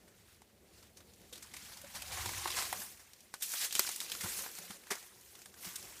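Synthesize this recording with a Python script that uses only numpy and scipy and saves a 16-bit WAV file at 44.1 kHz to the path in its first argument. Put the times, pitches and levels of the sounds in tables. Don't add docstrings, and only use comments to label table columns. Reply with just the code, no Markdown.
import sys
import numpy as np
from scipy import signal
from scipy.fft import rfft, irfft, next_fast_len
from scipy.io import wavfile
from scipy.ndimage import uniform_filter1d, map_coordinates

SR = 44100
rng = np.random.default_rng(int(sys.argv[2]) if len(sys.argv) > 2 else 0)


def store_pcm(level_fs):
    pcm = np.round(np.clip(level_fs, -1, 1) * 32767).astype(np.int16)
    wavfile.write(sys.argv[1], SR, np.atleast_2d(pcm).T)


def magnitude_from_level(level_db):
    exponent = np.asarray(level_db, float) / 20
    return 10 ** exponent


N = 264579


def unit(x):
    return x / np.sqrt(np.mean(x ** 2) + 1e-20)


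def peaked(x):
    return x / np.abs(x).max()


def curves(rows):
    s, *columns = np.transpose(rows)
    return [np.interp(np.arange(N) / SR, s, column) for column in columns]


def coloured(x, points):
    hz, db = np.transpose(points)
    size = next_fast_len(x.shape[-1] + 8192)
    bin_hz = np.fft.rfftfreq(size, 1 / SR)
    gain = magnitude_from_level(np.interp(np.log(bin_hz + 1), np.log(hz), db))
    return irfft(rfft(x, size) * gain, size)[..., :x.shape[-1]]


def wobble(knots_per_s):
    position = np.arange(N) * knots_per_s / SR
    return map_coordinates(rng.standard_normal(200), [position])


def patchy(patchy_db):
    spectrum = signal.stft(rng.standard_normal(N), nperseg=256)[2]
    field = uniform_filter1d(rng.standard_normal(spectrum.shape), size=8, axis=0)
    field = uniform_filter1d(field, size=6, axis=1)
    return signal.istft(spectrum * magnitude_from_level(patchy_db * unit(field)), nperseg=256)[1][:N]


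def cracks(rate_hz, spread_db, life_s):
    when, size = rng.random(N), rng.exponential(size=N)
    kicks = (when < rate_hz / SR) * magnitude_from_level(spread_db * np.minimum(size, 5))
    return unit(signal.lfilter([1], [1, -np.exp(-1 / (life_s * SR))], kicks))


def pops(count, centre_hz, cycles, spread_db):
    when, tone, size = rng.random((3, count, 1))
    hz = centre_hz * 2 ** (2.6 * (tone - 0.5))
    k = np.arange(1024)
    decay = np.exp(-k * hz / (cycles * SR))
    rings = magnitude_from_level(-spread_db * np.log(size + 0.0045)) * decay * np.sin(2 * np.pi * hz * k / SR)
    place = k + (when * N).astype(int)
    return unit(np.bincount(place.ravel(), rings.ravel())[:N])


def litter():
    # time in seconds, level of the leaf layer in dB.
    stir_rows = [(0, -72.5), (0.3, -71), (0.55, -78), (0.8, -65.5), (0.91, -75), (1.15, -70), (1.45, -64),
                 (1.68, -55), (1.82, -60), (2.08, -53), (2.18, -48.5), (2.42, -47.5), (2.6, -42.5),
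                 (2.68, -49), (2.82, -51.5), (2.94, -65), (3.15, -68.5), (3.39, -68.5), (3.44, -57),
                 (3.52, -45), (3.65, -40), (3.69, -56), (3.76, -43), (3.92, -45.5), (3.95, -49),
                 (4.06, -53.5), (4.12, -49.5), (4.19, -50.5), (4.3, -47.5), (4.41, -48.5), (4.5, -56),
                 (4.72, -55.5), (4.82, -66.5), (4.95, -57.5), (5.17, -67), (5.27, -63.5), (5.56, -68),
                 (5.64, -55), (5.8, -55), (6, -60)]
    # time in seconds, soggy layer over the leaves in dB, crisp edges over the leaves in dB.
    depth_rows = [(0, 0.5, -4), (0.33, -2.5, -1), (0.58, -0.5, -20), (0.8, -2, -3), (1.2, -4.5, -2.5),
                  (2.2, -2, -2.5), (2.5, -6.5, -4), (2.85, -2, 6.5), (3.3, -2, -2.5), (3.46, -14, 9.5),
                  (3.6, -8.5, 0), (3.8, -17, 0.5), (4.1, -8, -1.5), (4.35, -5, 7.5), (4.7, -2, 0.5),
                  (5.3, -2, 4), (6, -3.5, 2.5)]
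    # frequency in Hz, relative density in dB.
    soggy_colour = [(120, -70), (230, -33), (330, -8), (500, -14.5), (750, -5.5), (1100, 0.5), (2000, 3.5),
                    (3500, -4), (8000, -13.5)]
    leaf_colour = [(250, -67), (800, -9), (1600, -12), (2500, 0.5), (4500, 3), (7000, 1), (11000, -4.5),
                   (16000, -30)]
    edge_colour = [(700, -79), (2500, -35), (5500, -1), (8000, 1), (11000, -0.5), (14500, 0), (15700, -9)]

    stir_db, = curves(stir_rows)
    soggy_db, edge_db = curves(depth_rows)
    slips = uniform_filter1d(cracks(rate_hz=150, spread_db=3.5, life_s=0.024), size=300)
    ticks = cracks(rate_hz=1300, spread_db=16.0, life_s=0.00033)

    def layer(colour, slip, tick):
        drive = 1 + slip * slips + tick * ticks
        return unit(coloured(patchy(patchy_db=2.5) * drive, colour))

    soggy = magnitude_from_level(soggy_db + 1.5 * wobble(14)) * layer(soggy_colour, slip=0.45, tick=0.12)
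    leaves = layer(leaf_colour, slip=0.6, tick=0.12)
    edges = magnitude_from_level(edge_db) * layer(edge_colour, slip=0.6, tick=0.25)
    wet = magnitude_from_level(-12.0) * pops(count=2500, centre_hz=3610, cycles=2.9, spread_db=4.5)
    squelch = magnitude_from_level(soggy_db - 9.5) * pops(count=500, centre_hz=1146, cycles=7.1, spread_db=2.0)
    return magnitude_from_level(stir_db) * (soggy + leaves + edges + wet + squelch)


def air():
    # time in seconds, rumble level in dB, murmur level in dB.
    air_rows = [(0, -69, -67), (0.5, -69.5, -70), (1.0, -67.5, -65), (1.9, -66.5, -66),
                (2.12, -53.5, -68.5), (2.24, -48.5, -61.5), (2.5, -60, -65.5), (2.8, -65, -58),
                (3.0, -71.5, -73), (3.3, -73, -71), (3.8, -87, -68.5), (4.3, -61.5, -59.5), (4.7, -85, -66),
                (5.0, -73.5, -71), (5.6, -70, -68.5), (5.85, -65, -62.5), (6, -68, -70)]
    # frequency in Hz, relative density in dB.
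    rumble_colour = [(20, -55), (40, -11), (70, -0.5), (95, -2.5), (130, -8.5), (250, -29.5)]
    murmur_colour = [(90, -35), (150, -7.5), (195, 1.5), (260, -5), (370, -2.5), (500, -5.5), (750, -10),
                     (1200, -27)]

    rumble_db, murmur_db = curves(air_rows)
    rumble = unit(magnitude_from_level(0.13 * wobble(9)) * coloured(rng.standard_normal(N), rumble_colour))
    murmur = unit(magnitude_from_level(1.5 * wobble(20)) * coloured(rng.standard_normal(N), murmur_colour))
    return magnitude_from_level(rumble_db) * rumble, magnitude_from_level(murmur_db) * murmur


def burst(shape, luck, hz, levels_db, sharp):
    # frequency in Hz, relative density in dB.
    crack_colour = [(100, -68), (500, -54), (1500, -0.5), (3000, 6.5), (6000, 9), (9000, 3.5), (17000, -48)]
    sizzle_colour = [(500, -70), (3000, -69), (7000, 8), (9000, 11), (14000, 6), (15700, -3)]
    knock_colour = [(60, -74), (150, -12), (300, -4.5), (600, -2.5), (1200, 1.5), (2200, -1.5), (5000, -32)]

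    ring_colour = [(hz / 8, -80), (hz / 2, -36), (hz / sharp, -6), (hz, 0), (hz * sharp, -6), (hz * 2, -36)]
    colours = [crack_colour, sizzle_colour, ring_colour, knock_colour]
    total = 0
    for noise, colour, db in zip(luck, colours, levels_db):
        total = total + magnitude_from_level(db) * coloured(noise * shape, colour) / np.std(coloured(noise, colour))
    return total


def crunches():
    # start in seconds, peak in dB, ring in Hz, relative low knock in dB, t60 in seconds.
    crunch_rows = [(0.074, -52.5, 8220, -2, 0.11), (0.823, -47, 4100, -5, 0.062),
                   (0.965, -43.5, 5800, -13, 0.11), (0.9996, -48, 3390, -1, 0.08),
                   (1.3234, -38, 3460, -16, 0.098), (1.3495, -40, 3960, -11.5, 0.11),
                   (1.3732, -41.5, 3960, -12, 0.051), (1.4209, -37, 8060, -15, 0.081),
                   (1.534, -34.5, 2120, -9, 0.075), (1.5632, -34, 2240, -18, 0.041),
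                   (1.619, -46, 3900, -20, 0.074), (1.769, -36.5, 4650, -14, 0.034),
                   (1.8417, -43, 1510, -6, 0.043), (1.9435, -33.5, 4430, -6.5, 0.2),
                   (2.0171, -30, 2260, -18, 0.044), (2.1112, -35, 2130, -16, 0.24),
                   (2.1648, -38, 2030, 2, 0.17), (2.256, -29, 3920, -7, 0.032),
                   (2.2889, -28, 2120, -5, 0.024), (2.3742, -35, 1820, -12, 0.049),
                   (2.4715, -25, 3700, -4.5, 0.055), (2.501, -27, 3460, -12.5, 0.033),
                   (2.5595, -29.5, 3730, -5.5, 0.31), (2.619, -28, 6900, -16.5, 0.066),
                   (2.8145, -33.5, 1650, -11, 0.054), (2.9886, -46.5, 5340, -6, 0.16),
                   (3.399, -36, 8010, -15, 0.19), (3.418, -22.5, 12000, -27, 0.13),
                   (3.5346, -26.5, 8300, -7.5, 0.028), (3.598, -28.5, 1820, -18, 0.24),
                   (3.6375, -27, 6700, -17.5, 0.17), (3.8344, -33, 6560, -31, 0.099),
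                   (3.8618, -29, 4800, -20, 0.068), (4.204, -29, 1880, -16, 0.095),
                   (4.2308, -31, 9900, -5, 0.15), (4.2569, -32.5, 1430, 5, 0.051),
                   (4.3847, -32.5, 6400, -6, 0.074), (4.4294, -40, 10500, 2, 0.098),
                   (4.7029, -34.5, 2900, -3, 0.054), (4.9019, -25, 5400, 0, 0.076),
                   (4.9093, -26, 1990, -6.5, 0.11), (4.9507, -34, 5900, -7, 0.03),
                   (4.9896, -45, 8480, -13, 0.11), (5.6385, -35.5, 13200, -11, 0.17),
                   (5.6655, -38, 2140, -7, 0.092), (5.7544, -29, 8000, -38, 0.047)]

    out, t = np.zeros(N + SR), np.arange(SR // 6) / SR
    luck = rng.standard_normal((len(crunch_rows), 5, len(t)))
    for (s, db, hz, knock_db, t60_s), (grit, *noise) in zip(crunch_rows, luck):
        rise_s = 0.003 + 0.05 * t60_s
        swell = np.sin(np.pi / 2 * np.minimum(t / rise_s, 1)) ** 2
        fade = magnitude_from_level(-60 * np.maximum(t - rise_s, 0) / t60_s)
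        uneven = magnitude_from_level(2 * unit(uniform_filter1d(grit, size=24)))
        crunch = burst(swell * fade * uneven, noise, hz, [-4, -6, -7, knock_db], sharp=0.88)
        out[round(s * SR):][:len(t)] += magnitude_from_level(db) * peaked(crunch)
    return out[:N]


def snaps():
    # start in seconds, peak in dB, ring in Hz, relative low knock in dB,
    # relative treble in dB.
    snap_rows = [(0.361, -53, 7600, -18, 0), (0.4189, -44.5, 880, -4, -7), (1.1362, -45.5, 7200, -28, -14),
                 (1.816, -36.5, 1440, -13, 3), (1.9428, -35, 850, -14, 0), (2.457, -26.5, 1155, 10, -20),
                 (2.7276, -21, 2020, 5.5, 0.5), (2.974, -42, 2800, -19, 0), (3.1334, -40.5, 5600, -21, -8),
                 (3.2055, -43.5, 5770, -22, -5), (3.3401, -24, 1520, -9.5, -10),
                 (3.709, -27.5, 3340, -42, -14), (3.7261, -20.5, 7550, -40, -4),
                 (3.7525, -15.5, 3100, -36, -7.5), (3.7626, -22.5, 4800, -10, -11),
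                 (3.7939, -7.5, 12800, -10, -10), (3.875, -26, 2360, -7, -27), (3.89, -21, 6230, -6.5, -3),
                 (3.915, -24, 4860, -33, 2), (3.961, -24, 7600, -26, 4), (4.0033, -20, 3810, -37, -4.5),
                 (4.0139, -27.5, 2540, -1, 1), (4.0632, -35, 2460, -13, -11), (4.0988, -27, 4920, -15, -11),
                 (4.1184, -22, 3360, -35, -7), (4.1506, -28, 1395, -27, -14), (4.286, -35, 6100, -16, 0),
                 (4.4622, -31.5, 925, 4, -13), (4.5528, -33.5, 5830, -15, -3), (4.5872, -28, 6900, -5, 3),
                 (4.837, -43, 2550, -5, -8), (4.8696, -40.5, 1630, -6, -13), (5.0272, -39.5, 6550, -8, -9),
                 (5.2116, -42, 7120, -20, -3), (5.353, -39.5, 3500, -16, -9), (5.3908, -43, 6270, -14, -1),
                 (5.418, -38, 6770, -14.5, -18), (5.4583, -38, 8800, -7, -6),
                 (5.5415, -39.5, 1580, -20, -10), (5.7009, -50, 6100, 3, -8), (5.827, -36, 5030, -12, -5),
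                 (5.854, -39, 5630, -11, -9)]
    snap_t60_s, settle_t60_s, settle_db = 0.025, 0.13, -14

    out, t = np.zeros(N + SR), np.arange(SR // 10) / SR
    luck = rng.standard_normal((len(snap_rows), 4, len(t)))
    luck[:, :, 0] = 3.5
    decay = magnitude_from_level(-60 * t / snap_t60_s)
    settling = magnitude_from_level(settle_db - 60 * t / settle_t60_s)
    for (s, db, hz, knock_db, treble_db), noise in zip(snap_rows, luck):
        noisy = burst(decay + settling, noise, hz, [-4.1, treble_db, -9, knock_db], sharp=1.3)
        ring = magnitude_from_level(-4.5) * decay ** 0.8 * np.sin(2 * np.pi * hz * t)
        out[round(s * SR):][:len(t)] += magnitude_from_level(db) * peaked(noisy + ring)
    return out[:N]


def thumps():
    # start in seconds, strength in dB, pitch in Hz, t60 in seconds.
    thump_rows = [(1.324, -39.5, 497, 0.041), (1.838, -39, 562, 0.062), (2.192, -35.5, 93, 0.14),
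                  (2.31, -43.5, 90, 0.087), (2.38, -38, 92.5, 0.063), (3.794, -33, 384, 0.046),
                  (4.237, -32, 188, 0.058), (4.245, -35, 93, 0.07), (4.587, -57, 177, 0.5),
                  (4.7, -35, 198, 0.046), (4.911, -27, 399, 0.047), (5.664, -40.5, 177, 0.086)]

    out, t = np.zeros(N + SR), np.arange(SR // 4) / SR
    for s, db, hz, t60_s in thump_rows:
        push = (1 - np.exp(-t / 0.0055)) * magnitude_from_level(db - 60 * t / t60_s)
        tone = np.sin(2 * np.pi * hz * t) + 0.31 * np.sin(2 * np.pi * 0.55 * hz * t)
        out[round(s * SR):][:len(t)] += push * tone
    return out[:N]


def wall(x):
    # time in seconds, extra path of the echo in ms, echo strength as a factor, hollow ringing as a factor.
    wall_rows = [(0, 0.25, 0.05, 0.092), (1.2, 0.39, 0, 0.071), (1.7, 1.24, 0.6, 0.12),
                 (2.0, 1.22, 0.97, 0.38), (2.2, 1.5, 0, 3.2), (2.7, 1.5, 0.32, 1.2),
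                 (3.0, 1.13, 0.05, 0.12), (4.4, 2.1, 0.2, 0.33), (6, 2.4, 0.07, 0.53)]
    # frequency in Hz, gain in dB.
    stone_colour = [(20, 18), (1200, -9), (3000, -25), (20000, -28)]
    hollow_colour = [(290, -68), (357, 3.5), (430, -44), (620, -60), (740, -2.5), (860, -15), (1070, -3.5),
                     (1300, -30)]

    delay_ms, strength, boom = curves(wall_rows)
    position = np.arange(N) - delay_ms * SR / 1000
    echo = map_coordinates(coloured(x, stone_colour), [position], order=3)
    return x + strength * echo + boom * coloured(x, hollow_colour)


def scene():
    rumble, murmur = air()
    reflected = wall(litter() + crunches() + snaps() + murmur)
    return (reflected + thumps() + rumble)[None]


def roll_off(x):
    return signal.sosfilt(signal.butter(12, 16460, fs=SR, output="sos"), x)


def record(dry):
    top_hz = 15450
    band = [(20, -14), (55, 0), (top_hz, 0), (top_hz + 250, -25), (top_hz + 900, -80)]
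    mix = coloured(dry, band)
    return roll_off(mix)


dry = scene()
out = record(dry)
store_pcm(out)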